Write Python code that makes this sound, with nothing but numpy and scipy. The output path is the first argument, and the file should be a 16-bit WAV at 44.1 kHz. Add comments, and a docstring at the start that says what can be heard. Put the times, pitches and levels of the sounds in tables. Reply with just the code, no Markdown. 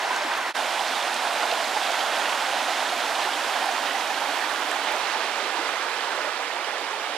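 """A shallow, fast stream over rocks in a wood, heard by a hand-held pair of microphone ports.
First it is heard from a lawn; at 0.53 s a cut with a short fade leads to a pose facing the water.
From 3.13 s the ports turn left, until the stream lies behind the right shoulder.
The rush is bubble swarms in patchy noise, coloured by pose; damped sines make near glugs and droplets.
"""
import sys
import numpy as np
from scipy import signal
from scipy.fft import rfft, irfft, next_fast_len
from scipy.io import wavfile
from scipy.ndimage import uniform_filter1d, map_coordinates

SR = 44100
rng = np.random.default_rng(int(sys.argv[2]) if len(sys.argv) > 2 else 0)


def master(y):
    """Save y as 16-bit WAV."""
    cut = np.clip(np.atleast_2d(y).T, -1, 1)
    pcm = np.round(cut * 32767)  # scale
    wavfile.write(sys.argv[1], SR, pcm.astype(np.int16))


N = 316197
TOP_HZ = 15700  # band limit
FRAME = 2048  # samples
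EDIT_S = 0.532  # cut from the lawn to the water


def water():
    """Churn, gurgle, ringing trickles, fizz and sparse spatter surge together over the rocks."""
    gurgle = swarm(count=2500, hz=799.8, spread=0.605, cycles=5.16, scatter_db=7.5, size=1400)
    trickle = swarm(count=2500, hz=3210, spread=0.6, cycles=11, scatter_db=16, size=900)
    fizz = swarm(count=12000, hz=6860, spread=0.507, cycles=2.6, scatter_db=17, size=160)
    spatter = swarm(count=500, hz=6000, spread=0.546, cycles=1.6, scatter_db=14, size=120)
    mix = churn(patchy_db=0.67) + gurgle * amp(-21) + trickle * amp(-19)
    mix = mix + fizz * amp(-11) + spatter * amp(-24)
    surge_db = 0.37 * wobble(9) + 0.26 * wobble(25)
    return amp(surge_db) * mix


def churn(patchy_db):
    """Countless far bubbles merge into noise whose loudness comes in patches of time and pitch."""
    _, _, z = signal.stft(rng.standard_normal(N), nperseg=256)
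    field = uniform_filter1d(rng.standard_normal(z.shape), size=8, axis=0)
    field = uniform_filter1d(field, size=10, axis=1)
    return signal.istft(z * amp(patchy_db * field / field.std()), nperseg=256)[1][:N]


def swarm(count, hz, spread, cycles, scatter_db, size):
    """Random bubbles: log-normal pitch, levels spread evenly over a range of dB, unit RMS in all."""
    place, g = rng.random((count, 2)), rng.standard_normal(count)
    pitch_hz = np.clip(hz * np.exp(spread * g), 150, TOP_HZ)
    start_s = place[:, 0] * N / SR
    x = bubbles(start_s, amp(-scatter_db * place[:, 1]), pitch_hz, cycles, 0.059, size)
    return x / x.std()


def bubbles(start_s, gain, hz, cycles, rise, size):
    """Damped sines with a soft start; the pitch rises as each bubble nears the surface."""
    k = np.arange(size)
    turns = k / SR * hz[:, None]
    age = turns / cycles
    envelope = age * np.exp(1 - age) * np.exp(-(k / size * 2) ** 4)
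    ring = envelope * np.sin(2 * np.pi * turns * (1 + rise * age / 2))
    at = np.round(start_s * SR).astype(int)[:, None] + k
    return np.bincount(at.ravel(), (gain[:, None] * ring).ravel(), N + size)[:N]


# single bubbles that stand out: (envelope peak time [s], nominal peak level [dB], pitch [Hz])
GLUG_EVENTS = [(.05, -23, 760), (.108, -21, 1000), (.128, -24, 1550), (.162, -25, 1500), (.222, -24, 602),
               (.254, -33, 312), (.318, -24, 1500), (.388, -23, 1050), (.568, -31, 2970), (.59, -24, 839),
               (.794, -30, 2930), (.808, -21, 820), (.959, -20, 807), (.963, -31, 3620), (1.222, -32, 4070),
               (1.435, -25, 1420), (1.455, -21, 830), (1.501, -29, 3510), (1.512, -28, 2600),
               (1.515, -32, 4240), (1.522, -28, 470), (1.527, -19, 650), (1.678, -36, 279),
               (1.756, -30, 3680), (1.766, -18, 839), (1.898, -21, 800), (2.008, -24, 3100),
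               (2.034, -22, 775), (2.594, -29, 2520), (2.686, -23, 710), (2.857, -27, 1700),
               (2.888, -30, 3660), (2.929, -21, 710), (2.968, -29, 2390), (3.156, -29, 3270),
               (3.249, -25, 1750), (3.257, -33, 366), (3.274, -23, 860), (3.29, -25, 1400),
               (3.305, -26, 1550), (3.408, -27, 1790), (3.507, -23, 710), (3.557, -21, 699),
               (3.62, -22, 760), (3.668, -21, 800), (3.69, -21, 760), (3.708, -22, 656), (3.724, -21, 690),
               (3.869, -30, 3790), (3.885, -26, 1900), (3.909, -24, 1920), (3.952, -25, 1950),
               (4.104, -24, 1700), (4.12, -21, 775), (4.178, -23, 1540), (4.217, -22, 915),
               (4.296, -35, 290), (4.425, -25, 1750), (4.44, -26, 1800), (4.497, -32, 3660),
               (4.515, -23, 1500), (4.538, -24, 1100), (4.719, -24, 1700), (4.877, -24, 839),
               (4.885, -27, 3550), (4.918, -28, 2300), (4.943, -26, 600), (5.148, -29, 2390),
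               (5.154, -24, 860), (5.516, -33, 4370), (5.574, -23, 925), (5.596, -29, 325),
               (5.606, -33, 4760), (6.036, -25, 1140), (6.084, -25, 880), (6.132, -24, 1335),
               (6.143, -35, 366), (6.194, -26, 670), (6.214, -25, 1440), (6.249, -27, 600),
               (6.275, -27, 600), (6.292, -24, 1250), (6.567, -25, 900), (6.612, -31, 2300),
               (6.646, -27, 2930), (6.734, -25, 839), (6.917, -34, 409), (6.936, -23, 882),
               (6.986, -27, 1065), (7.046, -29, 1184)]


def glugs():
    """Single near bubbles; the higher the pitch, the more cycles until the envelope peaks and decays."""
    peak_s, db, hz = np.transpose(GLUG_EVENTS)
    cycles = 3.8 * (hz / 700) ** 0.7
    return bubbles(peak_s - cycles / hz, amp(db), hz, cycles[:, None], rise=0.012, size=4000)


# near droplets: (time [s], nominal peak level of each bubble [dB], centre pitch [Hz], pitch spread [octaves])
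DROPLET_EVENTS = [(.162, -30, 7000, 0.35), (.375, -39, 11000, .3), (.567, -31, 4500, .8),
                  (1.025, -30, 4200, 0.47), (1.142, -27, 7400, .35), (1.431, -30, 3300, 0.37),
                  (1.514, -25, 3600, 0.44), (1.536, -41, 10000, .3), (1.917, -30, 6940, 0.23),
                  (2.008, -30, 3300, .4), (3.152, -27, 3400, .4), (3.658, -32, 8500, .35),
                  (3.715, -35, 6300, .3), (3.898, -39, 10000, .3), (4.073, -30, 6300, .3),
                  (4.65, -32, 3600, 0.36), (4.7135, -27, 8200, 0.23), (4.9215, -33, 11800, .3),
                  (5.312, -44, 10000, .3), (5.445, -38, 6300, .3), (5.521, -45, 10000, .3),
                  (5.547, -45, 10000, .3), (5.826, -30, 4700, .6), (6.008, -28, 3600, .4),
                  (6.452, -46, 10000, .3), (6.477, -34, 3600, .4), (6.644, -33, 4200, 0.63),
                  (6.781, -34, 4700, 0.55), (6.871, -45, 10000, .3)]


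def droplets():
    """Droplets and small splashes: each bursts into six tiny bubbles within 2.2 ms."""
    start_s, db, hz, octaves = np.repeat(DROPLET_EVENTS, 6, axis=0).T
    late_s = 0.0022 * rng.random(start_s.shape)
    detune = np.tile(np.linspace(-1, 1, 6), len(DROPLET_EVENTS))
    detune = detune + rng.uniform(-0.2, 0.2, start_s.shape)
    return bubbles(start_s + late_s, amp(db), hz * 2 ** (octaves * detune), cycles=3, rise=0.01, size=400)


# slow swells of the whole rush: (time [s], level [dB])
RUSH_SURGE = [(0, 2), (.3, 1.5), (.7, 0.1), (1.3, 0.44), (2, 0.56), (2.6, 0.5), (3.1, 0.3), (3.7, 0.4),
              (4.5, -0.5), (5, 0.5), (5.45, 0), (5.85, -0.5), (6.15, -0.5), (6.45, -1.7), (6.7, -1.5),
              (7.17, -1.3)]
# level of the low gurgling band at its centre: (time [s], level [dB])
GURGLE_LEVEL = [(0, -0.5), (.4, -2.5), (.7, -.8), (1.1, -0.9), (1.6, -0.2), (1.95, -0.5), (2.35, -.3),
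                (2.6, -1), (2.9, -1.5), (3.3, -1), (3.5, -1), (3.7, 0), (3.9, -0.7), (4.3, 1), (4.6, -0.5),
                (4.9, 1.5), (5.4, 0), (5.8, 0.5), (6.2, 1), (6.6, 2.5), (7.17, 3)]
# level of the brighter babbling band at its centre: (time [s], level [dB])
BABBLE_LEVEL = [(0, 1.5), (.2, 1.5), (.45, 3), (.8, -1), (1.2, 1.5), (1.6, -0.5), (2, 1), (2.5, 1), (3, 0),
                (3.3, -0.5), (3.6, 0.5), (3.9, 0), (4.2, -0.5), (4.48, 1.2), (4.7, -1), (5, 0), (5.5, -0.5),
                (5.8, 0), (6.1, 0.5), (6.3, .8), (6.6, .5), (7.17, -0.5)]


def flow_swells(hz, t):
    """Gain as the whole rush, its gurgling band and its babbling band swell and ebb."""
    def band_db(rows, centre_hz, half_width_octaves):
        offset = np.log2(hz / centre_hz + 1e-9) / half_width_octaves
        return np.outer(np.exp(-offset ** 2), np.interp(t, *np.transpose(rows)))

    surge_db = np.interp(t, *np.transpose(RUSH_SURGE))
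    return amp(surge_db + band_db(GURGLE_LEVEL, 725, 0.47) + band_db(BABBLE_LEVEL, 1530, 0.48))


# rush spectra at the right port, before treble tilt and level scaling: (frequency [Hz], relative density [dB])
LAWN_COLOUR = [(60, -51), (120, -44), (180, -29), (280, -14.5), (450, -13), (620, -5), (810, 0), (980, -1),
               (1190, -7.5), (1490, -7.5), (2200, -10), (2800, -13), (3500, -14), (4800, -18.5),
               (6500, -24), (9000, -31), (12000, -36.5), (15000, -48)]
FACING_COLOUR = [(60, -51), (120, -40.5), (180, -27), (280, -12), (450, -11.5), (560, -4), (700, 1.5),
                 (830, 2), (990, -0.5), (1150, -4.5), (1450, -3.5), (2200, -8), (3400, -8.5), (4800, -14),
                 (6500, -18.5), (9000, -22.5), (12000, -29), (15000, -39.5)]
HALF_TURN_COLOUR = [(60, -51), (120, -42), (180, -29.5), (280, -12), (450, -10), (560, -8), (700, -2.5),
                    (830, -0.5), (990, -2), (1150, -4.5), (1450, -3.5), (2200, -8), (3400, -9.5),
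                    (4800, -15.5), (6500, -20.5), (9000, -24.5), (12000, -28.5), (15000, -37)]
AWAY_COLOUR = [(60, -51), (120, -48), (180, -32.5), (280, -17.5), (450, -9.5), (620, -8.5), (810, -6),
               (1150, -6.5), (1450, -7), (2200, -9.5), (3400, -12.5), (4800, -17.5), (6500, -24.5),
               (9000, -27), (12000, -29), (15000, -43)]
COLOUR_DEG = (0, 42, 78)  # facing, half turn, away
LAWN_DB, FACING_DB = -27.5, -25  # nominal levels before swells
BEHIND_DB, BEHIND_POWER = -3, 3  # level change at 120 degrees; power of the angle
SPRAY_DB_PER_OCTAVE, DULL_DB_PER_OCTAVE = -3.5, -9  # treble tilt after the cut
DULL_DEG, DULL_WIDTH_DEG = 45, 7  # angle where the treble dulls


def flow_colour(hz, t):
    """Spectrum and level of the rush by pose; it sinks and the treble grows duller during the turn."""
    dull = (1 + np.tanh((swing(t) - DULL_DEG) / DULL_WIDTH_DEG)) / 2
    tilt = SPRAY_DB_PER_OCTAVE + dull * (DULL_DB_PER_OCTAVE - SPRAY_DB_PER_OCTAVE)
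    octaves_up = np.clip(np.log2(hz / 7500 + 1e-9), 0, 1.5)
    spray_db = np.outer(octaves_up, tilt * (t > EDIT_S))
    tables = (LAWN_COLOUR, FACING_COLOUR, HALF_TURN_COLOUR, AWAY_COLOUR)
    colour = amp(pose(tables, COLOUR_DEG, hz, t)[0] + spray_db)
    turned_db = FACING_DB + BEHIND_DB * (swing(t) / 120) ** BEHIND_POWER
    level = amp(np.where(t < EDIT_S, LAWN_DB, turned_db))
    return colour / np.sqrt(np.sum(colour ** 2, axis=0)) * level


# port pair by pose: (frequency [Hz], left minus right [dB], left-right likeness [0-1], left lead [rad])
LAWN_PAIR = [(40, -0.4, 0.96, 0), (180, -2.5, 0.97, -0.27), (900, -3.9, 0.95, -0.45),
             (2200, -2.4, 0.85, -0.43), (4800, -2.9, 0.71, 0), (6500, -1.2, 0.65, 0.17), (9000, 0, 0.89, 0),
             (15000, 0, 0.98, 0)]
FACING_PAIR = [(40, -0.4, 0.96, 0), (180, -2.1, 0.98, -0.25), (450, -4.6, 0.97, -0.22),
               (1150, -6.1, 0.96, -0.03), (3400, -5.3, 0.97, 0), (4800, -6.4, 0.84, -0.07),
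               (6500, -5.5, 0.65, 0.35), (9000, -3.7, 0.62, 0.52), (12000, -1.1, 0.84, 0.15),
               (15000, 0, 1, 0)]
HALF_TURN_PAIR = [(40, -0.4, 0.96, 0), (450, -5, 0.97, -0.2), (800, -7.1, 0.97, -0.05),
                  (1300, -8.8, 0.92, 0.1), (2000, -8.1, 0.86, 0.35), (3200, -9.1, 0.8, 0.3),
                  (4700, -9.7, 0.63, 0.4), (6500, -8.9, 0.38, 0.6), (9000, -7, 0.48, 1.1),
                  (12000, -3.8, 0.35, 0.8), (15000, -0.2, 0.5, 1)]
SIDE_PAIR = [(40, -0.4, 0.96, 0), (450, -5.3, 0.98, -0.2), (800, -8.4, 0.95, 0.1), (1300, -8.7, 0.88, 0.35),
             (2000, -8.4, 0.84, 0.55), (3200, -11.8, 0.68, 0.55), (4700, -12.8, 0.38, 0.6),
             (6500, -9.2, 0.22, 2.6), (9000, -7.8, 0.24, 1.8), (12000, -3.6, 0.25, 2.9),
             (15000, -0.2, 0.2, 3)]
AWAY_PAIR = [(40, -0.4, 0.96, 0), (180, -2.9, 0.97, -0.17), (450, -5.3, 0.98, -0.18),
             (810, -9.6, 0.94, 0.05), (1150, -7.5, 0.85, 0.45), (2200, -7.4, 0.83, 0.55),
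             (3400, -12.2, 0.52, 0.3), (4800, -10.2, 0.05, 2.57), (6500, -7.4, 0.32, 2.75),
             (9000, -9.1, 0.1, 2.41), (12000, -3.4, 0.4, 3.3), (15000, -0.2, 0.08, 3.2)]
PAIR_DEG = (0, 42, 70, 100)  # facing, half turn, side, away


def left_port(right, banks, hz, t):
    """The left port hears the right's sound shaded by the body, mixed with sound from the banks."""
    tables = (LAWN_PAIR, FACING_PAIR, HALF_TURN_PAIR, SIDE_PAIR, AWAY_PAIR)
    balance_db, alike, lead_rad = pose(tables, PAIR_DEG, hz, t)
    shared = alike * np.exp(1j * lead_rad) * right
    return amp(balance_db) * (shared + np.sqrt(1 - alike ** 2) * banks)


def pose(tables, degrees, hz, t):
    """Table columns for every Hz and moment: the lawn's, then those of the angles blended by the turn."""
    def read(rows):
        row_hz, *columns = np.transpose(rows)
        return np.array([np.interp(np.log(hz + 1), np.log(row_hz + 1), c) for c in columns])[..., None]

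    lawn, *turned = map(read, tables)
    shares = [np.interp(swing(t), degrees, one) for one in np.eye(len(degrees))]
    blend = sum(table * share for table, share in zip(turned, shares))
    return np.where(t < EDIT_S, lawn, blend)


SWING_S, SWING_DEG_PER_S = 3.13, 27.4  # start and rate of the left turn


def swing(t):
    """Angle in degrees turned away from the stream."""
    return SWING_DEG_PER_S * np.clip(t - SWING_S, 0, None)


def amp(db):
    """Gain of a level in dB."""
    return 10 ** (np.asarray(db) / 20)


def wobble(rate):
    """A smooth random curve with rate knots a second."""
    knots = rng.standard_normal(int(N * rate / SR) + 4)
    return map_coordinates(knots, [np.arange(N) * rate / SR])


def frames(x):
    """Short-time spectra with their Hz and s axes."""
    return signal.stft(x, SR, nperseg=FRAME, noverlap=FRAME * 3 // 4)


def flat(z):
    """Short-time spectra scaled to an even long-term spectrum."""
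    power = uniform_filter1d(np.mean(np.abs(z) ** 2, axis=1), size=15)
    return z / np.sqrt(power)[:, None]


def scene():
    """The right port hears the stream and near bubbles; the left follows, with the banks mixed in."""
    hz, t, direct = frames(water())
    banks = frames(water())[2]
    colour = flow_colour(hz, t) * flow_swells(hz, t)
    near = frames(glugs() + droplets())[2]
    right = flat(direct) * colour + near
    left = left_port(right, flat(banks) * colour, hz, t)
    return signal.istft(np.array([left, right]), SR, nperseg=FRAME, noverlap=FRAME * 3 // 4)[1][:, :N]


FADE_OUT_S, FADE_IN_S, FADE_DB = 0.034, 0.021, -31  # FADE_DB: gain at the cut


def record(dry):
    """Fade out and in at the cut, roll off rumble below 45 Hz and stop all above the band limit."""
    t = np.arange(N) / SR - EDIT_S
    fade_out = np.clip(-t / FADE_OUT_S, amp(FADE_DB), 1)
    fade_in = amp(FADE_DB * np.clip(1 - t / FADE_IN_S, 0, 1))
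    faded = dry * np.where(t < 0, fade_out, fade_in)
    m = next_fast_len(N)
    hz = np.fft.rfftfreq(m, 1 / SR)
    response = (hz < TOP_HZ) * hz / np.hypot(hz, 45)
    return irfft(rfft(faded, m) * response, m)[:, :N]


dry = scene()
out = record(dry)
master(out)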